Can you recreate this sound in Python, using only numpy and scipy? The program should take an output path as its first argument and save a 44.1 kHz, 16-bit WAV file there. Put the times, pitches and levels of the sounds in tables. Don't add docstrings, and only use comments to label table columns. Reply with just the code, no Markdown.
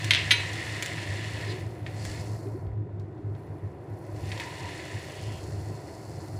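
import sys
import numpy as np
from scipy import signal
from scipy.io import wavfile

SR = 44100
rng = np.random.default_rng(int(sys.argv[2]) if len(sys.argv) > 2 else 0)


def materialize(psi):
    bounded = np.clip(np.atleast_2d(psi).T, -1, 1)
    quanta = np.round(bounded * 32767).astype(np.int16)
    wavfile.write(sys.argv[1], SR, quanta)


N = 281799
TIME = np.arange(N) / SR

# (time [s], liveliness of the oil [dB], larger bubbles over the finest [dB])
OIL_HEAT = [(0.5, -46.5, 6), (1.52, -51, 6), (1.72, -65, 3.5), (1.84, -68, 5), (2.06, -46.5, -4.5),
            (2.2, -51, -1), (2.42, -60, -13), (2.8, -85, 9), (3.32, -78, 3.5), (3.38, -73.5, 1.5),
            (3.8, -76.5, 5), (4.1, -66, -3), (4.3, -52, 2.5), (4.8, -52.5, 5.5), (5.26, -53.5, -0.5),
            (5.42, -54.5, -6.5), (5.7, -58, -4.5), (6.39, -57.5, -9)]
# (time [s], level [dB], brightness [dB per octave])
SPOON_KNOCKS = [(1.8644, -26, -5), (2.470, -47, -4), (2.552, -59, -5), (2.667, -51, -1),
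                (2.998, -47.5, 15.5), (3.18, -57, 7), (3.351, -47.5, 3), (4.3178, -23, 0), (4.377, -29, 8),
                (4.399, -22, 0.5), (4.4016, -29, 16)]
# (frequency [Hz], level [dB])
METAL_BLOW = [(200, -41.5), (1350, -11.5), (2000, 4), (3600, 1.5), (4600, -7.5), (6000, -14.5), (8000, -28),
              (15000, -49)]


def frying():
    # (frequency [Hz], level [dB per Hz])
    fizz_colour = [(3400, -19.5), (4300, 2), (5300, -1), (6400, -4.5), (7300, -2.5), (8900, -8.5),
                   (10300, -11.5), (12000, -33)]
    crackle_colour = [(2000, -9.5), (2600, 4), (3650, -0.5), (4100, -1), (5200, -18)]
    bubble_colour = [(850, -18), (980, -6), (1130, -11.5), (1550, -9.5), (1750, 2), (1980, 2), (2400, -4.5),
                     (3000, -24)]
    mist_colour = [(6000, -19.5), (10000, 4.5), (13000, -5), (14500, -1), (15500, -5)]
    simmer_colour = [(350, -13), (480, 3), (770, 3), (840, -6), (990, -0.5), (1130, -11.5), (1450, -11),
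                     (2000, -21.5), (3000, -36.5)]
    large_db, large_follows = 1, 1
    wet_db = -75
    simmer_db, simmer_follows = -41, 0.12

    heat = level(OIL_HEAT, column=1)
    coarse = level(OIL_HEAT, column=2)
    flurry = jolts()

    fizz = amp(-0.62) * bursts(fizz_colour, per_s=900, spread_db=3.5, wash_db=0.5)
    fizz *= np.hypot(heat, amp(-9.5) * flurry)

    wetted = np.tanh(heat / amp(wet_db)) ** 2
    mist = amp(-44.5) * bursts(mist_colour, per_s=1500, spread_db=4.5, wash_db=0.5)
    mist *= wetted * heat ** 0.39

    crackle = amp(-3.0) * bursts(crackle_colour, per_s=1500, spread_db=3.0, wash_db=-3)
    crackle *= np.hypot(heat * coarse, amp(-9) * flurry)

    large_power = (amp(large_db) * heat * coarse ** large_follows) ** 2
    large_power += flurry ** 2 + amp(-66.5) ** 2 * wetted
    bubbles = bursts(bubble_colour, per_s=1500, spread_db=4.5, wash_db=1.5) * np.sqrt(large_power)

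    simmer = amp(simmer_db) * evened(coloured(rng.standard_normal(N), simmer_colour))
    simmer *= heat ** simmer_follows * wetted ** 0.24
    return simmer + kitchen(fizz + mist + crackle + bubbles, near_db=-14, near_s=0.0018, room_db=-16)


def jolts():
    jolt_db, decay_s = -21, 0.039
    kicks = np.zeros(N)
    for s, db, _ in SPOON_KNOCKS:
        add(kicks, s, amp(db + jolt_db) * np.exp(-TIME[:SR] / decay_s))
    return kicks


def spits():
    # (time [s], level [dB], decay time of the spray [s])
    loud_spits = [(0.045, -21.5, 0.002), (0.533, -30, 0.0011), (0.825, -20, 0.0068),
                  (0.861, -20.5, 0.00089), (2.052, -27.5, 0.0025)]
    # (frequency [Hz], level [dB])
    spit_colour = [(800, -20), (1800, 4.5), (4500, -4.5), (7200, -1), (9500, -9), (12000, -17),
                   (13600, -24), (14800, -12.5), (15400, -22.5)]
    small_per_s, small_db = 22, 15.5
    t = TIME[:SR // 20]
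    chance = rng.random(N) < small_per_s / SR
    out = chance * rng.uniform(-2, 2, N) * amp(small_db) * level(OIL_HEAT)
    for s, db, decay_s in loud_spits:
        spray = 0.29 * rng.standard_normal(len(t)) * np.exp(-t / decay_s)
        snap = 3.5 * (t == 0)
        add(out, s, amp(db) * (spray + snap))
    return kitchen(coloured(out, spit_colour), near_db=-4, near_s=.003, room_db=-9)


def dish():
    # (time [s], blow level [dB], ring level [dB])
    contacts = [(.1083, 0, -2), (.1102, -3, -12), (.1111, -5.5, -14), (.1358, -4.5, -9), (.1487, -5, -14),
                (.1570, -13, -24), (.3086, -3, -18), (.3121, 0, 0), (.3156, -2.5, -18), (.3187, -5, -22),
                (.3209, -5, -24)]
    # (frequency [Hz], level [dB], decay time t60 [s])
    modes = [(958, -39, .6), (1475, -33, .17), (2246, -23, .2), (2510, -22, .2), (2816, -25, .16),
             (3120, -24, .13), (4003, -24, .34), (6310, -33, .24), (6325, -36, .24), (8140, -31, .15),
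             (10560, -32, .14), (10300, -30, .05), (14280, -40, .09)]
    let_go_s = .31
    held_ring, held_pitch = 0.42, .98
    slide_s, slide_db, slide_decay_s = 0.14, -24.5, .045

    blows, rings, t = np.zeros(N), np.zeros(N), TIME[:SR // 2]
    blow = click(METAL_BLOW)
    for s, blow_db, ring_db in contacts:
        length, pitch = (held_ring, held_pitch) if s < let_go_s else (1, 1)
        add(blows, s, amp(blow_db) * blow / abs(blow).max())
        ring = np.zeros(len(t))
        for hz, db, t60 in modes:
            decay = np.exp(-np.log(1000) * t / (t60 * length))
            ring += amp(db) * decay * np.sin(2 * np.pi * hz * pitch * t)
        add(rings, s, amp(ring_db) * ring)

    scrape = bursts(METAL_BLOW, per_s=1200, spread_db=3.5, wash_db=-5)[:len(t)]
    scrape *= np.tanh(t / 0.013) * np.exp(-t / slide_decay_s)
    add(blows, slide_s, amp(slide_db) * scrape)
    return amp(-1) * kitchen(blows, near_db=-4.0, near_s=0.012, room_db=-5.5) + amp(-2.0) * rings


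def spoon():
    # (time [s], level [dB], length [s], resonance [Hz], width [Hz])
    strokes = [(1.441, -40.5, 0.15, 353, 163), (1.47, -45.5, 0.065, 4350, 1600),
               (2.044, -40, 0.077, 62, 20), (2.108, -56, 0.14, 2160, 190), (2.451, -37.5, 0.054, 362, 140),
               (2.532, -37.5, 0.05, 334, 100), (2.629, -39.5, .13, 60, 22), (4.269, -47.5, 0.51, 963, 140),
               (5.0, -54.5, 0.49, 3000, 1200)]
    knocks, shoves = np.zeros(N), np.zeros(N)
    for s, db, bright_db in SPOON_KNOCKS:
        knock = click(METAL_BLOW, bright_db)
        add(knocks, s, amp(db) * knock / abs(knock).max())
    for s, db, length, hz, width_hz in strokes:
        envelope = signal.windows.tukey(int(length * SR), .6)
        rub = evened(band(hz, width_hz).real[:len(envelope)])
        add(shoves, s, amp(db) * envelope * rub)
    return kitchen(knocks, near_db=-2, near_s=.004, room_db=-5) + shoves


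def burner():
    # (frequency [Hz], level [dB per Hz])
    roar_colour = [(200, -13.5), (265, -12), (295, 2.5), (400, -0.5), (460, -10.5), (750, -26),
                   (1100, -28.5)]
    rumble_colour = [(36, -19), (55, -10), (68, -14.5), (79, 6.5), (92, -8), (125, 2), (155, -0.5),
                     (190, -9.5), (235, -11.5), (300, -20.5)]
    # (time [s], level [dB])
    steady_throb = [(0.0, -33), (0.08, -33), (0.95, -43), (0.98, -37.5), (1.69, -34.5), (1.77, -56),
                    (1.82, -38), (3.01, -33.5), (3.12, -46.5)]
    # (middle [s], level [dB], length [s])
    flame_puffs = [(3.29, -32.5, 0.16), (3.532, -35.5, .06), (3.655, -32.5, .06), (3.926, -38.5, .085),
                   (4.235, -33.5, 0.29), (4.639, -35.5, 0.053), (4.96, -33.5, .06), (5.309, -31.5, 0.15),
                   (5.526, -32, 0.17), (5.71, -32.5, .13), (6.169, -36, .14), (6.37, -34, .09)]
    lull_db, flutter = -50.5, 1
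    surge_hz, surge_depth = 5.3, 0.35

    roar = amp(-46.0) * evened(coloured(rng.standard_normal(N), roar_colour))

    surging = np.clip(1 + surge_depth * band(hz=surge_hz, width_hz=4.8).real, 0, None)
    fade_out = np.clip((steady_throb[-1][0] - TIME) / .03 + 1, 0, 1)
    steady = surging * level(steady_throb) * fade_out
    puff_power = np.zeros(N)
    for s, db, length in flame_puffs:
        puff_power += (amp(db) * np.exp(-(2 * (TIME - s) / length) ** 2)) ** 2
    swell = np.sqrt(steady ** 2 + puff_power + amp(lull_db) ** 2)

    rumble = coloured(rng.standard_normal(N), rumble_colour) * swell ** 0.31
    rumble = amp(-42.5) * evened(rumble)

    wander = band(hz=103.4, width_hz=12.9)
    throb = evened((wander / (abs(wander) + flutter)).real)
    return roar + rumble + amp(-0.08) * throb * swell


def kitchen(x, near_db, near_s, room_db):
    # (frequency [Hz], decay time t60 [s])
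    room_decay = [(200, 0.71), (2000, 0.49), (5000, 0.36), (14000, 0.34)]
    t = TIME[:SR // 2]
    near = rng.standard_normal(len(t)) * (rng.random(len(t)) < .1)
    near *= np.exp(-t / near_s) * (t > .001)

    hz, at, z = signal.stft(rng.standard_normal(len(t)), SR, nperseg=256)
    decay = amp(-60 * at / read(room_decay, hz)[:, None])
    tail = signal.istft(z * decay, SR, nperseg=256)[1][:len(t)]
    tail *= np.clip(t / 0.0058 - .3, 0, 1)

    echoes = amp(near_db) * near / np.linalg.norm(near)
    echoes += amp(room_db) * tail / np.linalg.norm(tail)
    return x + signal.fftconvolve(x, echoes)[:N]


def bursts(colour, per_s, spread_db, wash_db, splash_s=0.009, splash_db=-2):
    sizes = amp(spread_db * np.minimum(rng.exponential(1, N), 5)) * rng.choice([-1, 1], N)
    snaps = evened(sizes * (rng.random(N) < per_s / SR))
    splash = np.sqrt(signal.lfilter([1], [1, -np.exp(-1 / (splash_s * SR))], snaps ** 2))
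    hiss = np.hypot(amp(splash_db) * evened(splash), amp(wash_db)) * rng.standard_normal(N)
    return evened(coloured(snaps + hiss, colour))


def band(hz, width_hz):
    offset = (np.fft.fftfreq(N, 1 / SR) - hz) / width_hz
    z = np.fft.ifft(np.fft.fft(rng.standard_normal(N)) / (1 + (2 * offset) ** 4))
    return z / np.std(z)


def click(points, tilt_db=0, size=8192):
    hz = np.maximum(abs(np.fft.fftfreq(size, 1 / SR)), 1)
    outside = abs(np.log2(hz / np.clip(hz, points[0][0], points[-1][0])))
    db = read(points, hz) + tilt_db * np.log2(hz / points[0][0]) - 20 * outside
    log_gain = np.log(amp(np.maximum(db, -100)))
    pulse = np.fft.ifft(np.exp(np.conj(signal.hilbert(log_gain)))).real[:size // 2]
    return pulse / np.linalg.norm(pulse)


def coloured(x, points):
    return signal.fftconvolve(x, click(points))[:len(x)]


def read(points, hz):
    f, value = np.transpose(points)
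    return np.interp(np.log(hz + 1), np.log(f + 1), value)


def level(rows, column=1):
    rows = np.array(rows)
    return amp(np.interp(TIME, rows[:, 0], rows[:, column]))


def amp(db):
    return 10 ** (np.asarray(db) / 20)


def evened(x):
    return x / np.sqrt(np.mean(x ** 2) + 1e-20)


def add(mix, s, sound):
    part = mix[round(s * SR):][:len(sound)]
    part += sound[:len(part)]


def scene():
    return (frying() + burner() + dish() + spoon() + spits())[None]


def record(dry):
    edge_hz = 15600
    held = np.clip(dry, -.97, .97)
    lowpass = signal.firwin(511, edge_hz, window=("kaiser", 9), fs=SR)
    return signal.oaconvolve(held, lowpass[None], "same")


dry = scene()
out = record(dry)
materialize(out)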